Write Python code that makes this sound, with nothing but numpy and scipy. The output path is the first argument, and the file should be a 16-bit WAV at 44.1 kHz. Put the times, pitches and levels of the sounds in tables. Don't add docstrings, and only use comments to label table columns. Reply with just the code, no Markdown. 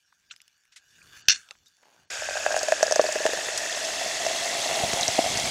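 import sys
import numpy as np
from scipy import signal
from scipy.io import wavfile
from scipy.ndimage import uniform_filter1d, minimum_filter1d

SR = 44100
rng = np.random.default_rng(int(sys.argv[2]) if len(sys.argv) > 2 else 0)


def elevation(decibels):
    levels = np.asarray(decibels, float)
    return 10 ** (levels / 20)


def master(y):
    cut = np.clip(np.atleast_2d(y).T, -1, 1)
    pcm = np.round(cut * 32767)
    wavfile.write(sys.argv[1], SR, pcm.astype(np.int16))


N = 242550
NOW = np.arange(N) / SR
CUT_S = 2.1005


def evened(x):
    return x / np.sqrt(np.mean(x ** 2) + 1e-20)


def read(points, hz):
    f, value = np.transpose(points)
    return np.interp(np.log(hz + 1), np.log(f + 1), value)


def columns(rows, t):
    s, *values = np.transpose(rows)
    return [np.interp(t, s, v) for v in values]


def add(mix, s, sound):
    part = mix[round(s * SR):][:len(sound)]
    part += sound[:len(part)]


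def sine(hz, t):
    return np.sin(2 * np.pi * hz * t)


def highpass(order, hz):
    return signal.butter(order, hz, "highpass", fs=SR, output="sos")


def mode(hz, centre_hz, width):
    return 1 / (1 + 2j * (hz - centre_hz) / width)


def shape(x, response):
    hz, t, z = signal.stft(x, SR, nperseg=2048, noverlap=1792)
    gain = response(hz[:, None] + 1, t)
    gain = gain / np.sqrt(np.mean(abs(gain) ** 2, 0))
    return evened(signal.istft(z * gain, SR, nperseg=2048, noverlap=1792)[1][:len(x)])


def crackle(per_s, spread_db):
    size = elevation(spread_db * np.minimum(rng.exponential(1, N), 5)) * rng.standard_normal(N)
    return evened(size * (rng.random(N) < per_s / SR))


def burst(hz, spread, length):
    t = np.arange(3500) / SR
    band = [hz / (1 + abs(spread)), min(hz * (1 + abs(spread)), 17000)]
    bandpass = signal.butter(3, band, "bandpass", fs=SR, output="sos")
    noise = signal.sosfilt(bandpass, rng.standard_normal(3500))
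    y = noise * t / length * np.exp(-3 * t / length)
    return y / abs(y).max()


def shell(hz, modes, direct):
    return direct + sum(elevation(db) * mode(hz, f, w) for f, w, db in modes)


def swells(rows):
    rest_db = -88
    return elevation(rest_db) + sum(elevation(db) * np.exp(-((NOW - s) / half) ** 2) for s, db, half in rows)


# middle t/s, level/dB, half length t/s
LEANS = [
    (.3, -82, .1),
    (1.1, -64.5, 0.16),
    (1.33, -65, 0.074),
    (1.61, -76.5, 0.092),
    (2.02, -71, .05),
]


def leaning():
    rumble = shape(crackle(2300, 1.7), lambda hz, t: mode(hz, 60, 130) * hz / (hz + 40))
    return elevation(-1.0) * swells(LEANS) * rumble


# middle t/s, level/dB, half length t/s
SLOSHES = [
    (.83, -89, .06),
    (1.18, -74, 0.085),
    (1.51, -64.5, 0.033),
    (1.89, -61.5, 0.079),
    (2.03, -70, 0.046),
]


def sloshing():
    def gurgle(hz, t):
        return mode(hz, 800, 460) * hz / (hz + 200) + 0.22 * mode(hz, 2100, 1500)
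    return elevation(-0.5) * swells(SLOSHES) * shape(crackle(1000, 1.7), gurgle)


# t/s, level/dB
GRIP = [(0.0, -69), (0.27, -67.5), (0.42, -66.5), (0.69, -68.5), (0.83, -64), (0.93, -58.5), (1.07, -56),
        (1.17, -47.5), (1.24, -56), (1.35, -55), (1.51, -61.5), (1.61, -67), (1.88, -65), (2.02, -64),
        (2.09, -72.5)]
# f/Hz, level/dB (per Hz)
RUB = [(530, -54), (900, -28), (1130, -22), (1610, -8.5), (2070, -16), (2510, -9), (4880, -13.5),
       (5910, -15), (15500, -22)]
# f/Hz, width f/Hz, level/dB
HELD = [(1200, 200, -12), (1600, 330, 1), (2390, 250, -13.5), (2900, 130, -4), (3550, 130, -3.5),
        (4600, 300, -3), (5640, 500, -2), (6360, 770, -2)]


def rubbing():
    def skin(hz, t):
        patches = uniform_filter1d(rng.standard_normal((len(hz), len(t))), 25, 0)
        patches = evened(uniform_filter1d(patches, 9, 1))
        return elevation(read(RUB, hz) + 3.5 * patches) * abs(shell(hz, HELD, .3))
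    return elevation(columns(GRIP, NOW)[0] - 2.0) * shape(crackle(9000, 2.5), skin)


# t/s, peak level/dB, centre f/Hz, length t/s, spread as a share of the centre
SCRAPES = [(0.298, -45, 3000, 0.028, 0.44), (0.31, -31, 3140, 0.0092, 0.28), (0.31, -42, 1440, 0.02, 0.17),
           (0.31, -40.5, 6300, 0.022, 0.2), (0.72, -48.5, 3100, 0.022, 1.2), (0.76, -38, 3600, 0.021, 1.16),
           (1.016, -45.5, 2440, .006, 0.073), (1.027, -48, 5500, .008, .8),
           (1.510, -36.5, 5300, 0.004, 0.48), (1.509, -48, 640, 0.0055, .35),
           (0.125, -51.5, 1200, 0.0045, 0.32), (1.512, -46, 1230, 0.0093, 0.1),
           (1.66, -51, 5800, .03, 0.27), (1.661, -52.5, 3700, 0.019, 0.033)]
# t/s, peak level/dB, centre f/Hz
TICKS = [(0.1281, -60, 2200), (0.34, -45.5, 1600), (0.3636, -39.5, 5050), (0.375, -56, 6280),
         (0.404, -40.5, 2900), (0.418, -39, 5070), (0.4804, -41.5, 5400), (0.655, -55, 1590),
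         (0.654, -54, 6300), (0.3635, -48, 2400), (0.4804, -46, 2800), (0.985, -49, 1500),
         (0.58, -60, 8000), (0.606, -61, 7800), (1.141, -46, 1640), (1.2094, -49, 3600), (1.489, -38, 2560),
         (1.51, -25.5, 2690), (1.5539, -47, 1445), (1.6606, -47, 3850), (1.683, -52.5, 7400),
         (1.769, -50, 4950), (1.836, -47.5, 1010), (1.936, -54.5, 2480)]


def ticking():
    tick_s, tick_spread = .0012, .85
    ring_db, ring_s = -13, .0035
    out, t = np.zeros(N), np.arange(2000) / SR
    for s, db, hz, length, spread in [(*row, tick_s, tick_spread) for row in TICKS] + SCRAPES:
        add(out, s - .001, elevation(db) * burst(hz, spread, length))
    for s, db, hz in TICKS:
        add(out, s, elevation(db + ring_db) * sine(hz, t) * np.exp(-t / ring_s))
    return out


# f/Hz, width f/Hz, level/dB
CAN = [(1640, 160, 1.5), (2817, 210, 5), (3620, 170, 1.5), (4380, 51, 2.5), (5240, 160, 5.5),
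       (5780, 720, 9.5), (6460, 820, -4.5)]
# f/Hz, level/dB (per Hz)
TEAR = [(530, -73), (900, -25), (1570, -8.5), (4010, -5), (4360, 4), (4800, -13.5), (5890, -8.5),
        (16000, -58.5)]
# f/Hz, time to fall by 60 dB t/s
VENT = [(1200, 0.27), (3000, 0.14), (6000, 0.15), (10000, 0.37)]


def gas_jet():
    t = np.arange(SR // 2) / SR
    rise_s = .022
    hz, frames, z = signal.stft(rng.standard_normal(len(t)), SR, nperseg=512, noverlap=448)
    dying_db = read(TEAR, hz)[:, None] - 60 * np.outer(1 / read(VENT, hz), frames)
    wall = abs(shell(hz, CAN, .2)) * hz ** 8 / (hz ** 8 + 1400 ** 8)
    jet = signal.istft(z * elevation(dying_db) * wall[:, None], SR, nperseg=512, noverlap=448)[1][:len(t)]
    flutter_db = 2.9 * evened(uniform_filter1d(rng.standard_normal(len(t)), size=130))
    out = np.zeros(N)
    add(out, 1.284, elevation(-31.5) * evened(jet * np.minimum(t / rise_s, 1) * elevation(flutter_db)))
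    return out


# t/s, peak level/dB, length t/s
TEARS = [(1.2815, -24, 0.0034), (1.2842, -1.5, 0.0012), (1.2857, .5, 0.0012), (1.2877, -6.5, 0.0015),
         (1.2945, -12, .002), (1.2960, -4, .0012), (1.2973, -2.5, .0009), (1.2995, -12, .003),
         (1.3005, -9.5, 0.0022), (1.3040, -8, .003), (1.3090, -12, .003), (1.3122, -14.5, .003),
         (1.3150, -13, .003), (1.323, -16, .003), (1.3310, -20, .004)]


def tab():
    out, t = np.zeros(N), np.arange(SR // 2) / SR
    start = t[:400]
    for s, db, length in TEARS:
        shake = sum(elevation(d) * np.sin(2 * np.pi * (f * start + rng.random())) for f, _, d in CAN)
        shake = shake * np.sin(np.pi * np.minimum(start / length / 1.86, 1)) ** 2
        add(out, s, elevation(db) * shake / abs(shake).max())
    out = signal.sosfiltfilt(highpass(4, 1350), out)
    add(out, 1.2845, elevation(-16) * burst(10000, .6, .0035))
    thud = sine(130, t) * np.exp(-t / 0.0011) + 0.99 * sine(750, t) * np.exp(-t / 0.0006)
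    add(out, 1.285, elevation(-21.5) * thud)
    return out


def elapsed(t):
    return np.clip((t - CUT_S) / (N / SR - CUT_S), 0, 1)


# t/s, share filled
FILL = [(2.1, 0.01), (3.0, 0.16), (3.8, 0.3), (4.6, 0.48), (5.5, 0.55)]


def filled(t):
    return columns(FILL, t)[0]


# t/s, level/dB
POUR = [(2.3, -8.5), (2.5, -0.2), (2.75, -1.5), (3.1, -1), (3.37, 0.3), (3.71, 0), (4.04, 1), (4.11, -1),
        (4.27, 3.5), (4.41, 2), (4.8, 5), (5.13, 1.5), (5.5, 2.5)]


def churn_db():
    return columns(POUR, NOW)[0]


# start f/Hz, end f/Hz, power of the elapsed share
RISE = [(620, 695, 1.8), (1570, 2150, 1.1), (2490, 2730, .4), (3620, 3300, .9), (4400, 4230, .5),
        (5400, 5850, .9), (6800, 6400, .8)]
# width f/Hz, width f/Hz, level/dB, level/dB
COLUMN = [(60, 75, 0, 0), (130, 500, 11.5, 5), (230, 60, 5.5, 9), (300, 150, -3, 19), (300, 200, -2, 8),
          (900, 700, -2, 1), (400, 1100, 5.5, 1)]


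def column(t):
    fill = filled(t)
    rows = []
    for (a, b, power), (w, x, p, q) in zip(RISE, COLUMN):
        hz = a + (b - a) * elapsed(t) ** power
        rows.append((hz, w + (x - w) * fill, p + (q - p) * fill))
    return rows


def table_shake():
    shake = shape(crackle(1500, 0.83), lambda hz, t: mode(hz, 64, 61) ** 2 * hz / (hz + 30))
    return elevation(-61 - 11 * elapsed(NOW)) * shake


def puffs():
    gusts = shape(crackle(500, 2.5), lambda hz, t: mode(hz, 68, 410) * hz ** 2 / (hz ** 2 + 50 ** 2))
    return elevation(-63.5 + 1.1 * churn_db() + 23.5 * elapsed(NOW) ** 3.4) * gusts


def mist():
    spray = shape(crackle(4000, 2.8), lambda hz, t: mode(hz, 9200, 3500) ** 2)
    return elevation(-56 + 0.42 * churn_db() + 13 * elapsed(NOW)) * spray


def plops():
    def lowest(hz, t):
        wander = 1 + 0.0043 * np.sin(2 * np.pi * 7 * t + 3 * np.sin(2 * np.pi * 2.1 * t))
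        ring = mode(hz / wander, *column(t)[0][:2])
        ring = ring + (0.036 + 0.27 * filled(t)) * mode(hz, 386, 400) + 0.059 * mode(hz, 670, 260)
        ring = ring + .3 * (1 - elapsed(t)) ** 7.3 * mode(hz, 760, 150)
        return ring * hz ** 2 / (hz ** 2 + 300 ** 2)
    return elevation(-37 + churn_db()) * shape(crackle(6000, 1.6), lowest)


def grains(per_s, spread_db, cycles, count=48):
    size, which, out = crackle(per_s, spread_db), rng.integers(0, count, N), np.zeros(N)
    for k, hz in enumerate(np.linspace(1200, 12000, count)):
        turns = np.arange(round(4 * cycles * SR / 4000)) * hz / SR
        note = np.sin(2 * np.pi * turns * (1 + 0.0033 * turns))
        note = note * turns * np.exp(-2.5 * turns * 4000 / hz / cycles)
        out += signal.oaconvolve(size * (which == k), note / np.linalg.norm(note))[:N]
    return evened(out)


# f/Hz, level/dB (per Hz)
FIZZ = [(200, -23), (500, -1.5), (1100, -12), (2100, -5.5), (4100, 3), (7800, -1.5), (9000, -10.5),
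        (12000, -20), (16000, -24.5)]


def fizz():
    def foam(hz, t):
        early = 1.3 * (1 - elapsed(t)) ** 11.0 * abs(mode(hz, 2100, 770))
        straight = elevation(read(FIZZ, hz)) * (0.68 + 1.3 * filled(t) + early)
        upper = sum(abs(elevation(db) * mode(hz, f, w)) ** 4 for f, w, db in column(t)[1:]) ** .5
        upper = upper * hz ** 4 / (hz ** 4 + 900 ** 4) / (1 + (hz / 8000) ** 8)
        dip = 1 - .7 * (1 - filled(t)) ** 2 * abs(mode(hz, 4150, 700)) ** 2
        return dip * np.sqrt(straight ** 2 + upper)
    source = grains(20000, 1.5, cycles=9) + .7 * crackle(25000, 1)
    return elevation(-34 + 9.5 * filled(NOW)) * shape(source, foam)


# t/s, peak level/dB
SPITS = [
    (3.2314, -20),
    (3.264, -11.5),
    (3.3328, -19),
    (3.3742, -20),
    (3.3874, -24),
    (3.4694, -18),
    (3.485, -18.5),
    (4.9327, -7.5),
]


def spits():
    out, t = np.zeros(N), np.arange(2500) / SR
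    for s, db in SPITS:
        add(out, s, elevation(db + 4.0) * sine(3000, t) * np.exp(-t / 0.00012))
    return out


# t/s, peak level/dB, f/Hz
SNAPS = [(2.9944, -23, 1150), (2.372, -24.5, 6700), (2.506, -23.5, 6810), (3.158, -23, 6500),
         (2.462, -21, 6780), (3.374, -20, 6400), (4.4575, -20, 6700), (3.5787, -17.5, 4900),
         (3.3325, -27, 9300), (2.524, -19, 5400), (2.5632, -15.5, 6700), (2.5755, -16, 6700),
         (2.592, -16.5, 5400), (2.631, -11, 6290), (2.6847, -16.5, 6860), (2.7207, -14.5, 6750),
         (2.8288, -6, 6090), (2.868, -16, 5070), (2.911, -14, 6100), (2.923, -7, 5900), (2.959, -7.5, 6200),
         (3.0144, -14.5, 5340), (3.0672, -17.5, 4660), (3.1238, -13.5, 6830), (3.2527, -17, 6200),
         (3.264, -11.5, 6550), (3.3345, -20, 5160), (3.5766, -11, 7800), (3.85, -17.5, 6100),
         (4.073, -20, 6360), (4.2656, -14.5, 6130), (4.935, -14, 6600), (5.0104, -10, 5470),
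         (5.0319, -8, 3920), (5.0805, -6, 5750), (5.1547, -18, 6030), (5.3737, -10.5, 5500),
         (5.3988, -14.5, 6040), (5.4641, -24, 6620)]


def snaps():
    decay_cycles = 4.02
    out, t = np.zeros(N), np.arange(2500) / SR
    for s, db, hz in SNAPS:
        cross_hz = [4960] + [f for f, _, _ in column(s)[5:]]
        cross = sum(np.sin(2 * np.pi * f * t + k) for k, f in enumerate(cross_hz))
        snap = sine(hz, t) + 0.83 * min(hz / 5500, 1) ** 4 * cross
        snap = snap * np.exp(-hz * t / decay_cycles) * np.minimum(t / 0.0007, 1)
        breath = burst(1.04 * hz, 0.35, 0.0074)[:2500]
        add(out, s - .0004, elevation(db + 4.0) * snap + elevation(db - 12) * breath)
        add(out, s, elevation(db - 23.5 - 12 * elapsed(s)) * burst(11500, 0.4, 0.003))
    return out


def air_push(db):
    t = np.arange(2500) / SR
    return elevation(db) * sine(130, t) * t / 0.0031 * np.exp(-t / 0.0021)


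# t/s, level/dB
BLOWS = [(4.265, -35), (4.596, -30), (4.693, -32), (4.81, -36), (4.836, -11.5), (4.936, -15.5),
         (5.009, -23), (5.086, -21), (5.263, -24), (5.3, -20), (4.72, -27), (5.33, -27), (5.411, -26),
         (5.47, -21), (5.355, -18.5), (5.439, -19)]


def blows():
    out = np.zeros(N)
    for s, db in BLOWS:
        add(out, s, air_push(db))
    return out


# t/s, column ring level/dB, own note level/dB, note f/Hz, upper modes
# level/dB
GLUGS = [(2.221, -21.5, -34, 750, -28.0), (2.2876, -18.5, -26.5, 755, -28),
         (2.3084, -56.5, -27.5, 625, -25), (2.3546, -18.5, -30, 740.0, -27.5),
         (2.3673, -36.0, -29, 740.0, -25), (2.3711, -20.5, -34, 680.0, -19.5),
         (2.3995, -19, -37.0, 543, -32), (2.463, -8.5, -16.5, 716.3, -11.5), (2.4873, -24, -37, 585, -34),
         (2.5055, -23.5, -22, 680.0, -33), (2.5155, -26, -28, 635, -20), (2.525, -15, -37, 540.0, -24.5),
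         (2.5424, -15, -19.5, 730, -21), (2.5644, -14, -20, 680.0, -16), (2.5755, -21, -26, 626, -25),
         (2.6137, -53.5, -24.0, 740.0, -31), (2.6314, -49.0, -20.5, 600, -31),
         (2.6841, -7.5, -26, 537, -22), (2.7217, -3.5, -17, 635, -10.5), (2.808, -53.5, -24, 584, -26),
         (2.8288, -8.0, -8.5, 620, -11.5), (2.8337, -13, -35, 537, -27), (2.8639, -16.5, -27, 580.0, -27),
         (2.8799, -52.0, -21.5, 574.5, -19), (2.9107, -9.5, -17, 580.0, -25.5),
         (2.9221, -6.5, -31, 930.0, -17), (2.9596, -6, -22, 456, -18.5), (2.9949, -33.5, -3.5, 587, -18),
         (3.0012, -43.0, -13.5, 590, -21), (3.0124, -23, -22.5, 460.0, -29.0),
         (3.0397, -9.0, -30, 403, -32.5), (3.0494, -14, -28, 400.0, -29.5), (3.0637, -22, -31, 430.0, -21),
         (3.088, -12, -29, 930.0, -28),
         (3.156, -13.5, -20, 457, -18), (3.161, -15.5, -29.0, 500.0, -27.0),
          (3.2024, -18, -24.5, 460.0, -32), (3.2529, -4.5, -19, 385, -23), (3.2578, -29, -25, 460.0, -31.5),
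          (3.2637, -8, -22, 850, -12.5), (3.29, -20, -26.5, 422, -33), (3.3339, -17, -17, 536, -20),
          (3.374, -29.0, -29, 790.0, -24), (3.3869, -57.0, -30, 690, -28.5),
          (3.4856, -16.5, -25, 480, -18.5), (3.5482, -24.5, -33, 744, -26.5),
          (3.8872, -18, -36, 547, -27.0), (4.0126, -51.0, -22, 680.0, -27.5),
          (4.0183, -19, -37, 540.0, -32), (4.0353, -18.5, -35, 540.0, -31.5),
          (4.0598, -17.5, -39, 220.0, -24), (4.2367, -18, -34.5, 580.0, -29.5),
          (4.2506, -53.0, -25, 580.0, -26.0), (4.264, -7.5, -41, 990, -18), (4.31, -14, -24.5, 576, -27),
          (4.457, -26, -26.5, 680.0, -31.0), (4.5092, -20, -40, 790.0, -25),
          (4.5439, -21, -40, 500.0, -28.0), (4.5942, -24, -35, 500.0, -32.0),
          (4.6595, -14.5, -35, 920, -24), (4.6906, -53.0, -23.5, 730, -25),
          (4.6991, -13.5, -28, 630.0, -20), (4.711, -14, -33, 920, -21), (4.7217, -17.5, -42, 540.0, -26),
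         (4.7689, -26, -22, 620, -24), (4.7739, -13.0, -37, 860.0, -25.5),
            (4.7907, -52.0, -25, 666, -15.5), (4.811, -19.0, -28.5, 780, -23),
            (4.8347, -9, -38.5, 860.0, -27.5), (4.8448, -13, -30.0, 253, -27.5),
            (4.9323, -24, -23, 430.0, -27), (4.9603, -42.0, -24.0, 587, -32.0),
            (4.9717, -13.5, -25, 616, -28.0), (4.9966, -28, -24, 780, -25.5), (5.0036, -18, -27, 570, -23),
            (5.0205, -54.5, -23, 740.0, -28.5), (5.0727, -22, -33, 870, -29.0),
            (5.0835, -10.5, -28, 267, -23), (5.1783, -23, -28, 800, -26), (5.1824, -10.0, -24, 586, -29.5),
            (5.1889, -2.0, -15, 273, -21), (5.1901, -21, -20, 603, -21), (5.2418, -52.0, -22, 670, -29.5),
            (5.2522, -22, -25, 630.0, -32), (5.261, -13, -34, 865, -30.5),
            (5.2717, -15.5, -36, 540.0, -28.5), (5.3876, -15, -31, 503, -31.5),
            (5.3957, -55.0, -28, 640, -31.0), (5.44, -22, -41, 920, -35), (5.4506, -15.0, -29, 573, -29.5)]


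def large_bubbles():
    note_s = .0017
    pop_s, swell_s = .0004, .0014
    push_db = -38.5
    knocks, notes, pushes = np.zeros((3, N))
    t = np.arange(2500) / SR
    for s, db, note_db, note_hz, upper_db in GLUGS:
        detune = rng.uniform(-1, 1, 3) * [0, .025, .025]
        rings = [sine(f * (1 + v), t) * np.exp(-np.pi * 1.15 * w * t)
                 for (f, w, _), v in zip(column(s)[:3], detune)]
        knock = elevation(db) * rings[0] * (1 - np.exp(-t / swell_s))
        knock = knock + elevation(upper_db + 4.0) * (rings[1] + 0.36 * rings[2])
        add(knocks, s, -knock * (1 - np.exp(-t / pop_s)))
        add(notes, s, -elevation(note_db) * sine(note_hz, t) * t / note_s * np.exp(1 - t / note_s))
        add(pushes, s, air_push(max(db, note_db) + push_db))
    knocks = signal.sosfilt(highpass(2, 400), knocks)
    return knocks + signal.sosfiltfilt(highpass(2, 150), notes) + pushes


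def scene():
    can = leaning() + sloshing() + rubbing() + ticking() + gas_jet() + tab()
    glass = table_shake() + puffs() + mist() + plops() + fizz()
    glass = glass + spits() + snaps() + blows() + large_bubbles()
    after = np.clip((NOW - CUT_S) / 0.0034, 0, 1)
    mono = (1 - after) * can + after * glass
    return np.array([mono, mono])


def masked(x, size, bins, frames, under_db):
    hz, t, z = signal.stft(x, SR, nperseg=size, noverlap=size // 2)
    power = abs(z.mean(0)) ** 2
    whole = minimum_filter1d(power.mean(0), frames)
    usual = uniform_filter1d(power, 4096 // size * 3, axis=1)
    usual = uniform_filter1d(usual, size // 64, axis=0)
    mood_db = 3 * evened(uniform_filter1d(rng.standard_normal(len(t)), 4096 // size))
    limit = whole ** .3 * abs(usual) ** .7 * elevation(2 * (under_db + mood_db - 4 * elapsed(t)))
    weak = uniform_filter1d(power, bins, axis=0) < limit
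    treble = (hz > 8300)[:, None]
    return signal.istft(z * ~(weak & treble), SR, nperseg=size, noverlap=size // 2)[1][:, :N]


def band_limit(x):
    return signal.sosfilt(signal.butter(12, 15800, fs=SR, output="sos"), x)


def record(dry):
    trace = elevation(-44.5) * abs(dry[0]) * rng.standard_normal(N)
    mix = signal.sosfilt(highpass(2, 36), dry)
    mix = np.clip(mix + [trace, -trace], -1, 1)
    lowpass = signal.firwin(511, 15900, window=("kaiser", 8), fs=SR)
    mix = signal.oaconvolve(mix, lowpass[None], "same")
    mix = masked(mix, size=256, bins=3, frames=1, under_db=-11.5)
    mix = masked(mix, size=2048, bins=1, frames=5, under_db=-10.5)
    return band_limit(mix)


dry = scene()
out = record(dry)
master(out)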